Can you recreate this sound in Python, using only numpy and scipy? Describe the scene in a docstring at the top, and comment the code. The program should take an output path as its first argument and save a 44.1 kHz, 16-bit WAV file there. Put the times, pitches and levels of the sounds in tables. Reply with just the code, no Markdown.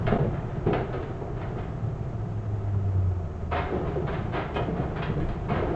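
"""Inside the closed cabin of a car rolling slowly along the steel deck of a car-carrying train.
The uneven deck rocks the body and rumbles through the suspension. The engine sinks in speed and
booms as its firing rate passes the air resonance of the cabin. Tyres thump over the joints and the
underbody knocks. Up front in the mix, loose deck plates clank and chatter, and a fitting jangles."""
import sys
import numpy as np
from scipy import signal
from scipy.fft import rfft, irfft
from scipy.io import wavfile

SR = 44100
rng = np.random.default_rng(int(sys.argv[2]) if len(sys.argv) > 2 else 0)


def wav_record(signal):
    """Record a signal, one row per channel, as 16-bit PCM in the file named by sys.argv[1]."""
    frames = np.transpose(np.atleast_2d(signal))
    bounded = np.clip(frames, -1, 1)
    # unit amplitude maps onto the largest positive 16-bit level
    quanta = np.round(bounded * 32767).astype(np.int16)
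    wavfile.write(sys.argv[1], SR, quanta)


N = 253575
TIME = np.arange(N) / SR


def amp(db):
    """Decibels to gain."""
    return 10 ** (np.asarray(db) / 20)


def unit(x):
    """Scales to rms 1."""
    return x / np.sqrt(np.mean(x ** 2) + 1e-20)


def at_level(x, db, size=2000):
    """Sets the rms of the first 45 ms of a blow."""
    return x * amp(db) / np.sqrt(np.mean(x[:size] ** 2) + 1e-20)


def at_hz(points, hz):
    """Reads a table on a log-frequency axis."""
    f, value = np.transpose(points)
    return np.interp(np.log(hz + 1), np.log(f), value)


def curves(rows):
    """Turns timed rows into one automation curve per value column."""
    s, *columns = np.transpose(rows)
    return [np.interp(TIME, s, c) for c in columns]


def add(mix, s, sound):
    """Mixes a sound in at s seconds."""
    part = mix[max(round(s * SR), 0):][:len(sound)]
    part += sound[:len(part)]


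def drift(hz):
    """Smooth random modulation of rms 1, rolling off above hz."""
    f = np.fft.rfftfreq(N, 1 / SR)
    return unit(irfft(rfft(rng.standard_normal(N)) * np.exp(-(f / hz) ** 2), N))


def contacts(t, decay_s, per_s, rise_s):
    """A flurry of tiny impacts that swells and dies away."""
    impacts = rng.uniform(-0.96, 1, len(t)) * (rng.random(len(t)) < per_s / SR)
    swell = (1 - np.exp(-t / max(rise_s, .001))) ** 1.5
    return impacts * swell * np.exp(-t / max(decay_s, .003))


def ringing(force, modes, t):
    """Decaying modes, each driven by the force to its own level."""
    out = np.zeros(len(t))
    for hz, db, t60 in modes:
        mode = amp(-60 * t / t60) * np.sin(2 * np.pi * hz * t)
        out += amp(db) * unit(signal.fftconvolve(force, mode)[:len(t)])
    return out


def struck(blows, modes):
    """One part, hit by short flurries, rings in its modes."""
    out, t = np.zeros(N), np.arange(SR // 2) / SR
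    for s, db, decay_s in blows:
        force = contacts(t, decay_s, per_s=2600, rise_s=0.0017)
        add(out, s, at_level(ringing(force, modes, t), db))
    return out


# The boxy tone of the cabin. Each row: centre in Hz, width in Hz, boost or cut in dB.
CABIN_RESONANCES = [(50, 14, 3), (300, 35, 3), (385, 80, 6), (530, 60, -2.5), (700, 100, 6.5),
                    (1270, 120, 4.5)]
def in_cabin(x, eq, tilt_db=0, size=8192):
    """Cabin air and panels resonate on top of a source's own EQ, tilted by tilt_db per octave."""
    hz = np.abs(np.fft.fftfreq(size, 1 / SR))
    db = at_hz(eq, hz) + tilt_db * np.log2(np.clip(hz, 30, 5000) / 1000)
    db += sum(lift / (1 + (2 * (hz - f) / width) ** 2) for f, width, lift in CABIN_RESONANCES)
    minimum_phase = np.exp(signal.hilbert(np.log(amp(db))).conj())  # no ring ahead of a hit
    taps = np.fft.ifft(minimum_phase).real
    return signal.fftconvolve(x, taps[:size // 2])[:len(x)]


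# Sub-bass swells at steps in the deck. Each row: start in seconds, level at the crest in dB.
SWAYS = [(.04, -30.5), (.62, -37), (1.5, -37), (5.17, -27.5), (5.569, -35)]
# Their deep tone. Each row: frequency in Hz, relative level in dB.
HEAVE_EQ = [(5, -13.5), (18, 0), (32, 1), (50, 0.5), (70, -3), (110, -22), (300, -65)]
def body_heave(bumps, steady_db=-41, crest_s=.065):
    """The body heaves steadily on its springs and sways harder after each step."""
    power = np.full(N, amp(steady_db) ** 2)
    for s, db in SWAYS:
        age = np.maximum(TIME - s, 0) / crest_s
        power += (amp(db) * age * np.exp(1 - age)) ** 2
    return np.sqrt(power) * unit(in_cabin(bumps * rng.standard_normal(N), HEAVE_EQ))


# Deck roughness. Each row: time in seconds, rumble fader in dB, tyre fader in dB.
RIDE_FADERS = [(0.0, -33, -35.5), (0.46, -37, -40), (0.8, -44, -37.5), (1.22, -42, -40),
               (1.55, -39.5, -38.5), (1.86, -37, -41), (2.53, -43.5, -41.5), (2.96, -44.5, -42),
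               (3.52, -41, -43), (3.71, -42.5, -32.5), (3.99, -38.5, -37.5), (4.2, -35, -38.5),
               (4.45, -40.5, -37), (4.77, -39.5, -36.5), (5.48, -37.5, -39), (5.75, -39, -32.5)]
# Dark suspension rumble, fuller tyre roar. Each row: frequency in Hz, relative level in dB.
RUMBLE_EQ = [(30, -26.5), (70, -3.5), (115, 1), (160, -0.5), (200, -7), (260, -18.5), (400, -38.5),
             (1000, -68)]
TYRE_EQ = [(80, -18.5), (180, -0.5), (250, -6), (340, 2), (580, -2), (830, -6.5), (1120, -10), (1500, -14),
           (2200, -22), (3100, -27.5), (4200, -37), (8000, -57.5)]
def rolling(rumble_boost_db=5.0, uneven_db=0.86):
    """The bed: the uneven deck heaves the body, shakes the suspension and roars under the tread."""
    rumble_db, tyre_db = curves(RIDE_FADERS)
    bumps = amp(uneven_db * drift(hz=30))
    heave = body_heave(bumps)
    rumble = unit(in_cabin(bumps * rng.standard_normal(N), RUMBLE_EQ))
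    roar = unit(in_cabin(bumps * rng.standard_normal(N), TYRE_EQ))
    return heave + amp(rumble_db + rumble_boost_db) * rumble + amp(tyre_db) * roar


# The sinking revs. Each row: time in seconds, firing rate in Hz, effort as a gain in dB.
REVS = [(0, 111.9, 5), (.6, 120, -5), (1.2, 121.6, 1.5), (1.74, 114, -3), (1.88, 109.2, 7),
        (2.08, 111, 1.5), (2.56, 103.5, 3), (2.98, 94.67, 0.5), (3.35, 85.8, -5), (3.55, 81.3, 2.5),
        (4, 74, -3), (5.75, 72.1, -4.5)]
# The muffled hum. Each row: multiple of the firing rate, relative level in dB.
ENGINE_ORDERS = [(.5, -21), (1, 0), (2, -19), (3, -31), (4, -30)]
def engine(waver=0.004, throb_db=2.3, boom_hz=94.4, boom_width_hz=6.44, boom_db=-23.5):
    """A wavering hum that booms as the firing rate crosses the cabin's air resonance."""
    hz, effort_db = curves(REVS)
    firings = np.cumsum(hz * (1 + waver * drift(hz=12))) / SR
    hum = sum(amp(db) * np.sin(2 * np.pi * (k * firings + rng.random())) for k, db in ENGINE_ORDERS)
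    boom = amp(boom_db) / np.hypot(1, 2 * (hz - boom_hz) / boom_width_hz)
    return unit(hum) * boom * amp(effort_db + throb_db * drift(hz=36))


# Bright jangles. Each row: start in seconds, level in dB, chatter decay in seconds.
JANGLES = [(4.54, -48, 0.021), (4.558, -43.5, .025), (4.625, -52, 0.012)]
# The fitting's ring. Each row: pitch in Hz, relative level in dB, t60 in seconds.
FITTING_MODES = [(2150, 6, .09), (2513, 17, 0.075), (2905, 6, 0.13), (3070, 15.5, 0.082), (3260, 4.5, 0.15),
                 (3500, -4, 0.17), (4730, -23, .05), (5730, -24, .04), (6250, -27, 0.037)]
def fitting_jangles():
    """A loose steel fitting jangles when its plate drops."""
    return struck(JANGLES, FITTING_MODES)


# Hollow knocks. Each row: start in seconds, level in dB, chatter decay in seconds.
KNOCKS = [(3.72, -30, 0.023), (3.956, -30, 0.018)]
# The underbody's ring. Each row: pitch in Hz, relative level in dB, t60 in seconds.
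UNDERBODY_MODES = [(366, 0.5, 0.13), (417.5, -2.5, 0.21)]
def underbody_knocks():
    """Short blows ring two low modes of the underbody."""
    return struck(KNOCKS, UNDERBODY_MODES)


# The wagon's metallic tail. Each row: frequency in Hz, t60 in seconds.
STEEL_T60 = [(200, 0.24), (1000, 0.41), (2500, 0.47), (6000, 0.33)]
def steelwork(force):
    """A force rings countless close modes of the wagon: noise whose bands die at their own speed."""
    size = len(force)
    hz, age, bands = signal.stft(rng.standard_normal(size), SR, nperseg=256)
    decay = amp(-60 * age / at_hz(STEEL_T60, hz)[:, None])
    ring = signal.istft(bands * decay, SR, nperseg=256)[1][:size]
    return signal.fftconvolve(force, ring / np.linalg.norm(ring))[:size]


# Tyres hitting joints. Each row: start in seconds, level in dB, tilt towards the bass in dB per
# octave, level change per hop in dB.
THUMPS = [(.118, -22.5, -1.5, -4), (.66, -22.5, -1, -4), (.935, -32, 0.5, -14), (1.206, -33, -3, -14.5),
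          (1.44, -40, -0.5, 1), (3.745, -31, -4, -4), (3.955, -35, -3, 0.5), (4.568, -33, -4.5, -17),
          (4.674, -30.5, 3, -5), (4.787, -27.5, -2.5, -8), (5.092, -28.5, 2.5, -0.5),
          (5.499, -28, 0.5, -0.5), (5.664, -30, -1.5, -4.5)]
# Their dull weight. Each row: frequency in Hz, relative level in dB.
THUMP_EQ = [(20, -15), (60, -7.5), (130, 6.5), (190, 1.5), (250, -8), (350, -6), (470, -4.5), (580, -10.5),
            (850, -17.5), (1200, -37), (2500, -51), (6000, -82.5)]
def tyre_thumps(blows=3, hop_s=.059, tread_decay_s=0.033):
    """The wheel hops at a joint; each blow comes up through the suspension and the deck drums on."""
    out, t = np.zeros(N), np.arange(SR // 2) / SR
    for s, db, weight_db, hop_db in THUMPS:
        for hop in range(blows):
            force = contacts(t, tread_decay_s, per_s=4400, rise_s=0.0036)
            thump = in_cabin(force + steelwork(force), THUMP_EQ, -weight_db)
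            add(out, s + hop * hop_s, at_level(thump, db + hop * hop_db))
    return out


# A deck plate's ring. Each row: pitch in Hz, relative level in dB, t60 in seconds.
PLATE_MODES = [(1032, 1.5, 0.27), (1353, 6.5, 0.46), (1264, 11.5, 0.46), (1566, -0.5, 0.11),
               (1618, 0.5, 0.88), (1710, -8.5, 0.28), (1990, -6.5, 0.33), (2123, 5, 0.56),
               (2466, -5.5, 0.13), (2470, -2, 0.22), (2890, -4, 0.52), (2970, -9.5, 0.45),
               (3070, -13.5, .4), (3340, -15, .35), (4300, -15, 0.3)]
# The crash as it reaches the cabin. Each row: frequency in Hz, relative level in dB.
CLANK_EQ = [(60, -23.5), (200, 2.5), (450, 5.5), (700, 4), (980, 3), (1150, -2), (1600, -2), (2000, -6),
            (2300, -10), (3200, -15.5), (4000, -23.5), (5000, -36), (6500, -58), (9000, -57.5)]
def plate_hit(db, bright_db, rise_s, chatter_s, wagon_db=2.0, ring_db=-15.0, settle_db=-24.5):
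    """A plate chatters on its seat and rattles to rest, ringing and shaking the wagon."""
    t = np.arange(SR * 2 // 3) / SR
    chatter = contacts(t, chatter_s, per_s=3500, rise_s=rise_s)
    settle = contacts(t, decay_s=0.096, per_s=2900, rise_s=rise_s)
    force = chatter + amp(settle_db) * settle
    crash = in_cabin(force + amp(wagon_db) * steelwork(force), CLANK_EQ, bright_db)
    ring = ringing(force, PLATE_MODES, t)
    return at_level(crash, db) + at_level(ring, db + ring_db)


# Double clanks. Each row: start in seconds, slap level in dB, fall-back level in dB, air time in
# seconds, slap attack in seconds, slap brightness in dB per octave.
CLANKS = [(.063, -28.5, -39, .056, 0.0064, 1), (.186, -47, -53, 0.048, 0.0033, 1.5),
          (.328, -44, -44.5, .032, 0.012, -0.5), (.497, -49.5, -58, 0.042, 0.0037, 2),
          (.660, -40, -30, 0.068, 0.0063, 1.7), (.925, -38, -47, 0.1, 0.0043, 2),
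          (1.358, -47, -42.5, 0.048, 0.014, 0.9), (1.578, -42.5, -51, 0.049, .004, 1.8),
          (3.510, -29, -31.5, .038, 0.022, 1.6), (3.865, -44.5, -54, 0.036, 0.018, 2.5),
          (4.064, -37, -37, .06, 0.019, 2.5), (4.319, -33.5, -33.5, .028, 0.032, 0.8),
          (4.555, -29.5, -49, 0.067, 0.0039, .5), (4.76, -42, -45, 0.038, 0.0068, 1),
          (4.955, -38, -35.5, 0.061, 0.015, 2.7), (5.195, -45, -44.5, .09, .01, 2.9),
          (5.481, -31.5, -33.5, 0.043, 0.063, 0.3)]
def plate_clanks(slap_chatter_s=0.017, max_fall_chatter_s=0.071, clean_fall_s=0.037):
    """A wheel tips a loose plate: it slaps down, then falls back brighter and with a faster attack."""
    out = np.zeros(N)
    for s, slap_db, fall_db, air_s, rise_s, bright_db in CLANKS:
        add(out, s, plate_hit(slap_db, bright_db, rise_s, slap_chatter_s))
        chatter_s = max_fall_chatter_s * np.exp(-air_s / clean_fall_s)  # longer aloft, cleaner landing
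        add(out, s + air_s, plate_hit(fall_db, bright_db + 0.6, rise_s * 0.6, chatter_s))
    return out


def scene():
    """The mono mix, heard from the front seat."""
    deck = plate_clanks() + fitting_jangles()
    car = tyre_thumps() + rolling() + engine() + underbody_knocks()
    return (deck + car)[None]


# A faint, airy noise floor. Each row: frequency in Hz, relative level in dB.
HISS_EQ = [(100, -2.5), (3000, 0.5), (6000, 3.5), (7500, 2.5), (8200, -7), (9000, -12)]
def record(dry):
    """The level dips briefly; a small camera adds hiss and a thin whine, then cuts the top end."""
    dip_at_s, dip_half_width_s, dip_db = .182, .0025, -16
    hiss_db, whine_db, whine_hz = -69.5, -84.5, 6667
    dip = amp(dip_db * np.exp(-((TIME - dip_at_s) / dip_half_width_s) ** 2))
    hiss = amp(hiss_db) * unit(in_cabin(rng.standard_normal(N), HISS_EQ))
    whine = amp(whine_db) * unit(np.sin(2 * np.pi * whine_hz * TIME))
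    lowpass = signal.firwin(301, cutoff=8450, window=("kaiser", 9), fs=SR)
    return signal.oaconvolve(dry * dip + hiss + whine, lowpass[None], "same")


dry = scene()
out = record(dry)
wav_record(out)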